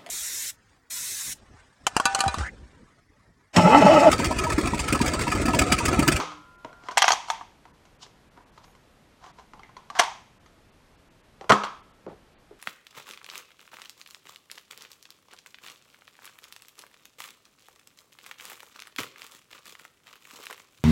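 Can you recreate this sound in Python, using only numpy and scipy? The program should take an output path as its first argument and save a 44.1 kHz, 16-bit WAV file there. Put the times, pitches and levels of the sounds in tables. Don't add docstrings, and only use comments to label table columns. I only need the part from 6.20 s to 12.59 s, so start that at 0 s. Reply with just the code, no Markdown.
import sys
import numpy as np
from scipy import signal
from scipy.fft import rfft, irfft, next_fast_len
from scipy.io import wavfile

SR = 44100
rng = np.random.default_rng(int(sys.argv[2]) if len(sys.argv) > 2 else 0)


def invert_db(x):
    u = np.asarray(x, float) / 20
    return 10 ** u


def master(y):
    cut = np.clip(np.atleast_2d(y).T, -1, 1)
    pcm = np.round(cut * 32767)
    wavfile.write(sys.argv[1], SR, pcm.astype(np.int16))


N = 281790

# (pitch_hz, width_hz, level_db)
SHELL_RINGS = [(736, 79, 5), (978, 68, 7), (1137, 73, 7.5), (1237, 190, 2), (1540, 130, -0.5),
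               (1920, 420, -10)]
# (pitch_hz, width_hz, level_db)
TUBE_RINGS = [(665, 110, -4.5), (946, 150, 5), (1050, 110, 6.5), (1268, 37, 7.5), (1337, 120, -2),
              (1634, 120, -8.5)]


def unit(x):
    return x / np.sqrt(np.mean(x ** 2) + 1e-20)


def along(points, hz):
    f, v = np.transpose(points)
    return np.interp(np.log(hz + 1), np.log(f + 1), v)


def resonate(x, modes, scatter_db=0, widen=1):
    size = next_fast_len(len(x) + 4096)
    f = np.fft.rfftfreq(size, 1 / SR)
    luck = rng.standard_normal((len(modes), 2)) * scatter_db
    gain = 0
    for k, ((hz, width, db), (more_db, detune_percent)) in enumerate(zip(modes, luck)):
        pitch = hz * (1 + detune_percent / 100)
        damping = 1j * f * width * widen
        gain = gain + (-1) ** k * invert_db(db + more_db) * damping / (pitch ** 2 - f * f + damping)
    return irfft(rfft(x, size) * gain, size)[:len(x)]


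def coloured(spectrum, size):
    m = next_fast_len(size + 8192)
    colour = invert_db(along(spectrum, np.fft.rfftfreq(m, 1 / SR)))
    return unit(irfft(rfft(rng.standard_normal(m)) * colour, m)[:size])


def echo(x):
    # (pitch_hz, t60_s)
    room_t60 = [(100, .25), (300, 0.3), (1000, 0.41), (3000, 0.47), (8000, 0.44), (14000, 0.23)]
    hz, t, z = signal.stft(rng.standard_normal(SR // 2), SR, nperseg=256)
    fade = invert_db(-60 * t / along(room_t60, hz)[:, None])
    tail = signal.istft(z * fade, SR, nperseg=256)[1]
    return signal.fftconvolve(np.pad(x, (200, 0)), tail / np.linalg.norm(tail))


def contacts(rows, rings_hit, hollow_db, crack_db, wet_db, blow, kick_db=-6):
    # (pitch_hz, width_hz, level_db)
    hollow = [(125, 72, -13.5), (205, 110, -5.5), (300, 120, -2.5), (424, 110, 1)]
    # (pitch_hz, width_hz, level_db)
    panel = [(2124, 170, 0.5), (2700, 180, -1.5), (3260, 160, -0.5), (3930, 210, -4), (4550, 410, -1),
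             (4810, 520, -6)]
    # (pitch_hz, width_hz, level_db)
    crack = [(5680, 460, 1), (6670, 490, 6.5), (6850, 1500, -1.5), (9650, 1800, -21), (12000, 7500, -13.5)]
    # (pitch_hz, width_hz)
    spans = [(280, 1200), (1100, 2600), (3300, 8200), (6200, 7200)]
    lead = 4410
    out = np.zeros(lead + N + SR)
    t = np.arange(SR // 8) / SR
    push = np.exp(-.5 * ((t - .0002) / .00004) ** 2)
    soft = signal.butter(2, 9200, fs=SR, output="sos")
    parts = list(zip((hollow, rings_hit, panel, crack), [[(hz, width, 0)] for hz, width in spans]))

    def radiate(x, span):
        return resonate(resonate(x, span), span)

    click = 1. * (t == 0)
    blurred = np.array([np.abs(rfft(unit(resonate(radiate(click, span), modes, widen=2.3))))
                        for modes, span in parts])
    for start_s, level_db, hard_db, t60 in rows:
        unevenness = invert_db(5 * rng.standard_normal(len(t) // 40 + 1)).repeat(40)[:len(t)]
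        rattle = rng.standard_normal(len(t)) * unevenness
        force = rattle * invert_db(-60 * t / np.clip(t60, .003, .2)) + blow * push / push.sum()
        force = signal.sosfilt(soft, force)
        kicks = [radiate(force, span) for _, span in parts]
        rings = np.array([resonate(kick, modes, scatter_db=3.0) + invert_db(kick_db) * kick
                          for kick, (modes, _) in zip(kicks, parts)])
        part_db = np.array([hollow_db, 0, hard_db, hard_db + crack_db])
        gains = invert_db(level_db + part_db) * [1, 1, -1, -1]
        rings *= (gains / np.abs(rings).max(axis=1))[:, None]
        diffuse = irfft(np.sqrt(np.var(rings, axis=1) @ blurred ** 2), len(t))
        tail = invert_db(wet_db) * echo(np.roll(diffuse, 400))
        start = lead + round(start_s * SR)
        out[start:][:len(t)] += rings.sum(axis=0)
        out[start - 300:][:len(tail)] += tail
    return out[lead:lead + N]


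def room_hush():
    # (pitch_hz, level_db per Hz)
    hush = [(12, -37.5), (20, -1), (204, -5.5), (388, -10), (1060, -14.5), (3440, -23), (13200, -36.5),
            (16000, -54)]
    return invert_db(-58.5) * coloured(hush, N)


def plunger_shots():
    # (start_s, level_db, hardness_db, rattle_t60_s)
    earlier = [
        (-.03, -9.5, -2.5, 0.1),
        (.004, -25, -8, 0.023),
        (.034, -32.5, -3, 0.011),
    ]
    # (start_s, level_db, hardness_db, rattle_t60_s)
    new_shot = [
        (5.293, -31.5, -4.5, 0.023),
        (5.295, -14.5, 0, .032),
        (5.3, -7.5, -6, 0.024),
        (5.3042, -3.5, -18, .04),
        (5.320, -4, -10.5, 0.035),
        (5.327, -14.5, -4.5, .09),
    ]
    return contacts([*earlier, *new_shot], TUBE_RINGS, hollow_db=-7.5, crack_db=-8.5,
                    wet_db=-8.0, blow=16.6, kick_db=-13.5)


def spring():
    # (struck_s, damped_by_hand_s)
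    times = [
        (-.02, .21),
        (-.02, .675),
        (5.302, 6.1),
        (1.101, 1.34),
    ]
    # (pitch_hz, level_db, t60_s,
    # swell_s)
    low_coil = [(165, -43.5, 0.74, .03), (301, -37, 1, 0.14)]
    high_coil = [(1012, -48, 2, 0.13), (1300, -39.5, 0.79, 0.013), (1395, -40, 4, 0.84)]
    coil_and_thump = [(138, -25, 0.18, .003), (206, -20.5, 0.32, 0.0045), (250, -24.5, 0.14, .003),
                      (286, -29, 0.26, 0.0038), (1080, -33, 0.56, 0.0093), (1240, -44.5, 0.6, .01),
                      (1330, -55.5, 2, .05)]
    return_coil = [(900, -33.5, 0.42, .004), (954, -42.5, 0.57, 0.0039), (3620, -61, 0.37, .02)]
    out = np.zeros(N)
    for (struck, damped), tones in zip(times, (low_coil, high_coil, coil_and_thump, return_coil)):
        t = np.clip(np.arange(N) / SR - struck, 0, None)
        damping_db = -60 * np.clip(t + struck - damped, 0, None) / .15
        for hz, db, t60, swell in tones:
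            loudness = invert_db(db - 60 * t / t60 + damping_db) * (1 - np.exp(-t / swell))
            out += loudness * np.sin(2 * np.pi * hz * t)
    return out


def dart_hits():
    # (start_s, level_db, hardness_db, rattle_t60_s)
    hits = [
        (.119, -32.5, -8, 0.084),
        (5.436, -18, -11, 0.1),
    ]
    return contacts(hits, TUBE_RINGS, hollow_db=-11.5, crack_db=-13.5, wet_db=-0.5, blow=28)


def taps(rows, hollow_db):
    out = np.zeros(N)
    for *row, hz in rows:
        rings = [(hz, hz / 16, 0)] + [(pitch, width, db - 12.5) for pitch, width, db in SHELL_RINGS]
        out += contacts([(*row, .04)], rings, hollow_db, crack_db=-6.5, wet_db=-5.0, blow=25, kick_db=-16.5)
    return out


def palm_pats():
    # (start_s, level_db, hardness_db, pitch_hz)
    pats = [
        (.447, -28.5, -13.5, 652),
        (.637, -42, -9, 1400),
        (1.864, -45, -3, 730),
        (2.175, -44, -33.5, 420),
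        (3.063, -48, 3, 907),
        (5.211, -32.5, -11, 810),
        (5.243, -37.5, -25, 859),
    ]
    return taps(pats, hollow_db=-3.5)


def finger_ticks():
    # (start_s, level_db, hardness_db, pitch_hz)
    ticks = [(.529, -41.5, -10.5, 1490), (.686, -22.5, -14, 730), (.711, -29, -4, 700),
             (1.454, -39.5, -14, 1010), (1.653, -50.5, 1, 713), (2.377, -40, -9, 1050),
             (2.443, -47.5, 0, 953), (2.48, -48, -20, 762), (2.551, -50.5, -1, 1030),
             (3.041, -37.5, -9.5, 974), (3.187, -39, -21, 751), (3.196, -43, -6, 1050),
             (3.335, -35.5, -11.5, 875), (3.394, -39.5, -11, 890), (3.433, -39, -6.5, 2030),
             (3.492, -45, -14, 982), (3.567, -34, -7, 1010), (4.261, -48.5, -1.5, 1240)]
    return taps(ticks, hollow_db=-14.5)


def rubbing():
    # (peak_s, build_up_s, letting_go_s, shell_db, hiss_db)
    strokes = [(0.67, 0.11, 0.084, -45.5, -55.5), (0.719, 0.0045, 0.027, -32, -48.5),
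               (.758, 0.043, 0.011, -62, -58), (1.04, .01, .1, -44, -82), (1.08, 0.035, 0.0085, -51, -46),
               (1.219, .004, 0.022, -39, -83), (1.83, 0.035, 0.057, -46, -42.5),
               (2.174, .05, 0.23, -52, -79), (2.386, .12, 0.045, -64, -63), (2.445, 0.035, 0.027, -52, -56),
               (3.04, 0.048, 0.11, -46.5, -59), (3.1, 0.15, 0.034, -54, -61.5),
               (3.189, .04, 0.098, -48, -61), (3.708, .004, 0.019, -38, -55),
               (3.754, .003, 0.15, -30.5, -49.5), (3.786, .1, 0.0092, -41, -47),
               (5.22, 0.0057, .05, -47, -61.5), (5.245, .01, .2, -74, -74.5)]
    # (pitch_hz, level_db per Hz)
    skin = [(1500, -27), (3000, 1.5), (5000, 2), (7000, -4), (10000, -21.5), (15000, -45.5)]
    span_db = 30
    t = np.arange(N) / SR
    grains = rng.standard_normal(N) * invert_db(2 * rng.standard_normal(N // 60 + 1)).repeat(60)[:N]
    body = unit(resonate(grains, SHELL_RINGS))
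    hiss = coloured(skin, N)
    press, slip = np.zeros((2, N))
    for peak, rise, fall, shell_db, hiss_db in strokes:
        near = slice(round((peak - 2 * rise) * SR), round((peak + 2 * fall) * SR))
        stroke = invert_db(-span_db * np.maximum((peak - t[near]) / rise, (t[near] - peak) / fall))
        press[near] += invert_db(shell_db - 3) * stroke
        slip[near] += invert_db(hiss_db - 1.5) * stroke
    out = press * body + slip * hiss
    return out + invert_db(-16) * echo(out)[:N]


def slide_rack():
    # (start_s, level_db, hardness_db, rattle_t60_s)
    rack = [(0.764, -35, -10.5, .01), (0.7714, -15.5, -12, 0.013), (.773, -7.5, 0.5, 0.027),
            (0.779, -10.5, 3.5, 0.054), (.82, -7, 2, 0.072), (.825, -13, -9, 0.11), (.842, -5.5, -3, 0.053),
            (.88, -5.5, -2, 0.035), (.886, -12, 0.5, 0.064), (.905, -7, -4, 0.041), (1.084, -29, -5, 0.26),
            (1.101, -12.5, -3, 0.044), (1.193, -44, -24, .035)]
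    # (start_s, level_db, hardness_db, rattle_t60_s)
    stops = [
        (.919, -16.5, 7.5, 0.053),
        (.93, -15, -5.5, 0.079),
        (1.21, -26, -23, 0.074),
    ]
    blow = 32
    moving = contacts(rack, SHELL_RINGS, hollow_db=-39.5, crack_db=-6, wet_db=-10.5, blow=blow, kick_db=-13.5)
    ending = contacts(stops, SHELL_RINGS, hollow_db=-20, crack_db=-3.5, wet_db=-18.5, blow=blow, kick_db=-14.5)
    return moving + ending


def squeak():
    # (start_s, end_s, level_db of each harmonic)
    foam_squeak = (2.44, 2.53, [-83, -74, -75, -74])
    start, end, levels = foam_squeak
    pitch_hz = 3320
    t = np.arange(N) / SR
    edge = np.clip(np.minimum(t - start, end - t) / 0.012, 0, 1)
    return edge * sum(invert_db(db) * np.sin(2 * np.pi * pitch_hz * (k + 1) * t) for k, db in enumerate(levels))


def breech_snap():
    # (start_s, level_db, hardness_db, rattle_t60_s)
    breech = [(3.701, -26.5, -10.5, 0.037), (3.752, -29, -9.5, .033), (3.768, -32.5, -3, 0.015),
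              (3.787, -29, 1, 0.037), (3.79, -14, -3, 0.041), (3.7941, -4, -5, 0.028),
              (3.797, -0.5, -7.5, 0.032), (3.800, -8.5, -2, 0.026), (3.805, -12, -8, 0.073),
              (3.811, -15, -11, 0.095), (3.836, -21.5, -6, 0.061)]
    return contacts(breech, SHELL_RINGS, hollow_db=-23, crack_db=-6, wet_db=-11, blow=20, kick_db=-3.5)


def dart_on_carpet():
    # (pitch_hz, width_hz, level_db)
    carpet = [(348.4, 127, -3.5), (484, 80, 1.5), (751, 150, -6.5), (910, 164, -4.5)]
    # (start_s, level_db, hardness_db, rattle_t60_s)
    drops = [
        (5.865, -29, -42, 0.26),
    ]
    # (start_s, level_db, hardness_db, rattle_t60_s)
    rolls = [
        (5.93, -55.5, -30, 0.061),
        (6.31, -50.5, -33.5, 0.12),
    ]
    landing = contacts(drops, carpet, hollow_db=2.5, crack_db=-7, wet_db=-13.0, blow=22.0, kick_db=-26)
    rolling = contacts(rolls, carpet, hollow_db=13.5, crack_db=-9, wet_db=-12.0, blow=18.5, kick_db=-39)
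    return landing + rolling


def scene():
    shots = plunger_shots() + spring()
    hands = palm_pats() + finger_ticks() + rubbing() + squeak()
    mechanism = slide_rack() + breech_snap()
    darts = dart_hits() + dart_on_carpet()
    return (room_hush() + shots + hands + mechanism + darts)[None]


def thin_treble(x):
    # (middle_s, lost_above_hz)
    dull_moments = [(.373, 3000), (.839, 6500), (1.525, 2000), (1.781, 3500), (2.1, 3000), (2.251, 3000),
                    (2.313, 3500), (3.126, 4000), (4.191, 2800), (4.512, 4500), (4.769, 5500),
                    (5.024, 3500), (5.621, 3500), (5.728, 4000), (5.875, 1400), (4.897, 3000),
                    (6.153, 4800), (6.166, 4800), (6.179, 4800)]
    hz, t, z = signal.stft(x, SR, nperseg=256, noverlap=192)
    loss = 0
    for middle, edge_hz in dull_moments:
        dip = np.cos(np.pi / 2 * np.clip((t - middle) * SR / 1024, -1, 1)) ** 4
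        loss = loss + (hz[:, None] > edge_hz) * dip
    kept = 1 - .9 * np.clip(loss, 0, 1)
    return signal.istft(z * kept, SR, nperseg=256, noverlap=192)[1][..., :N]


def band_limit(x):
    return signal.sosfilt(signal.butter(12, 16480, fs=SR, output="sos"), x)


def record(dry):
    heard = signal.sosfilt(signal.butter(6, 14300, fs=SR, output="sos"), dry)
    rounded = heard / (1 + np.abs(heard / 1.1) ** 8) ** (1 / 8)
    return band_limit(thin_treble(rounded))


dry = scene()
out = record(dry)
master(out)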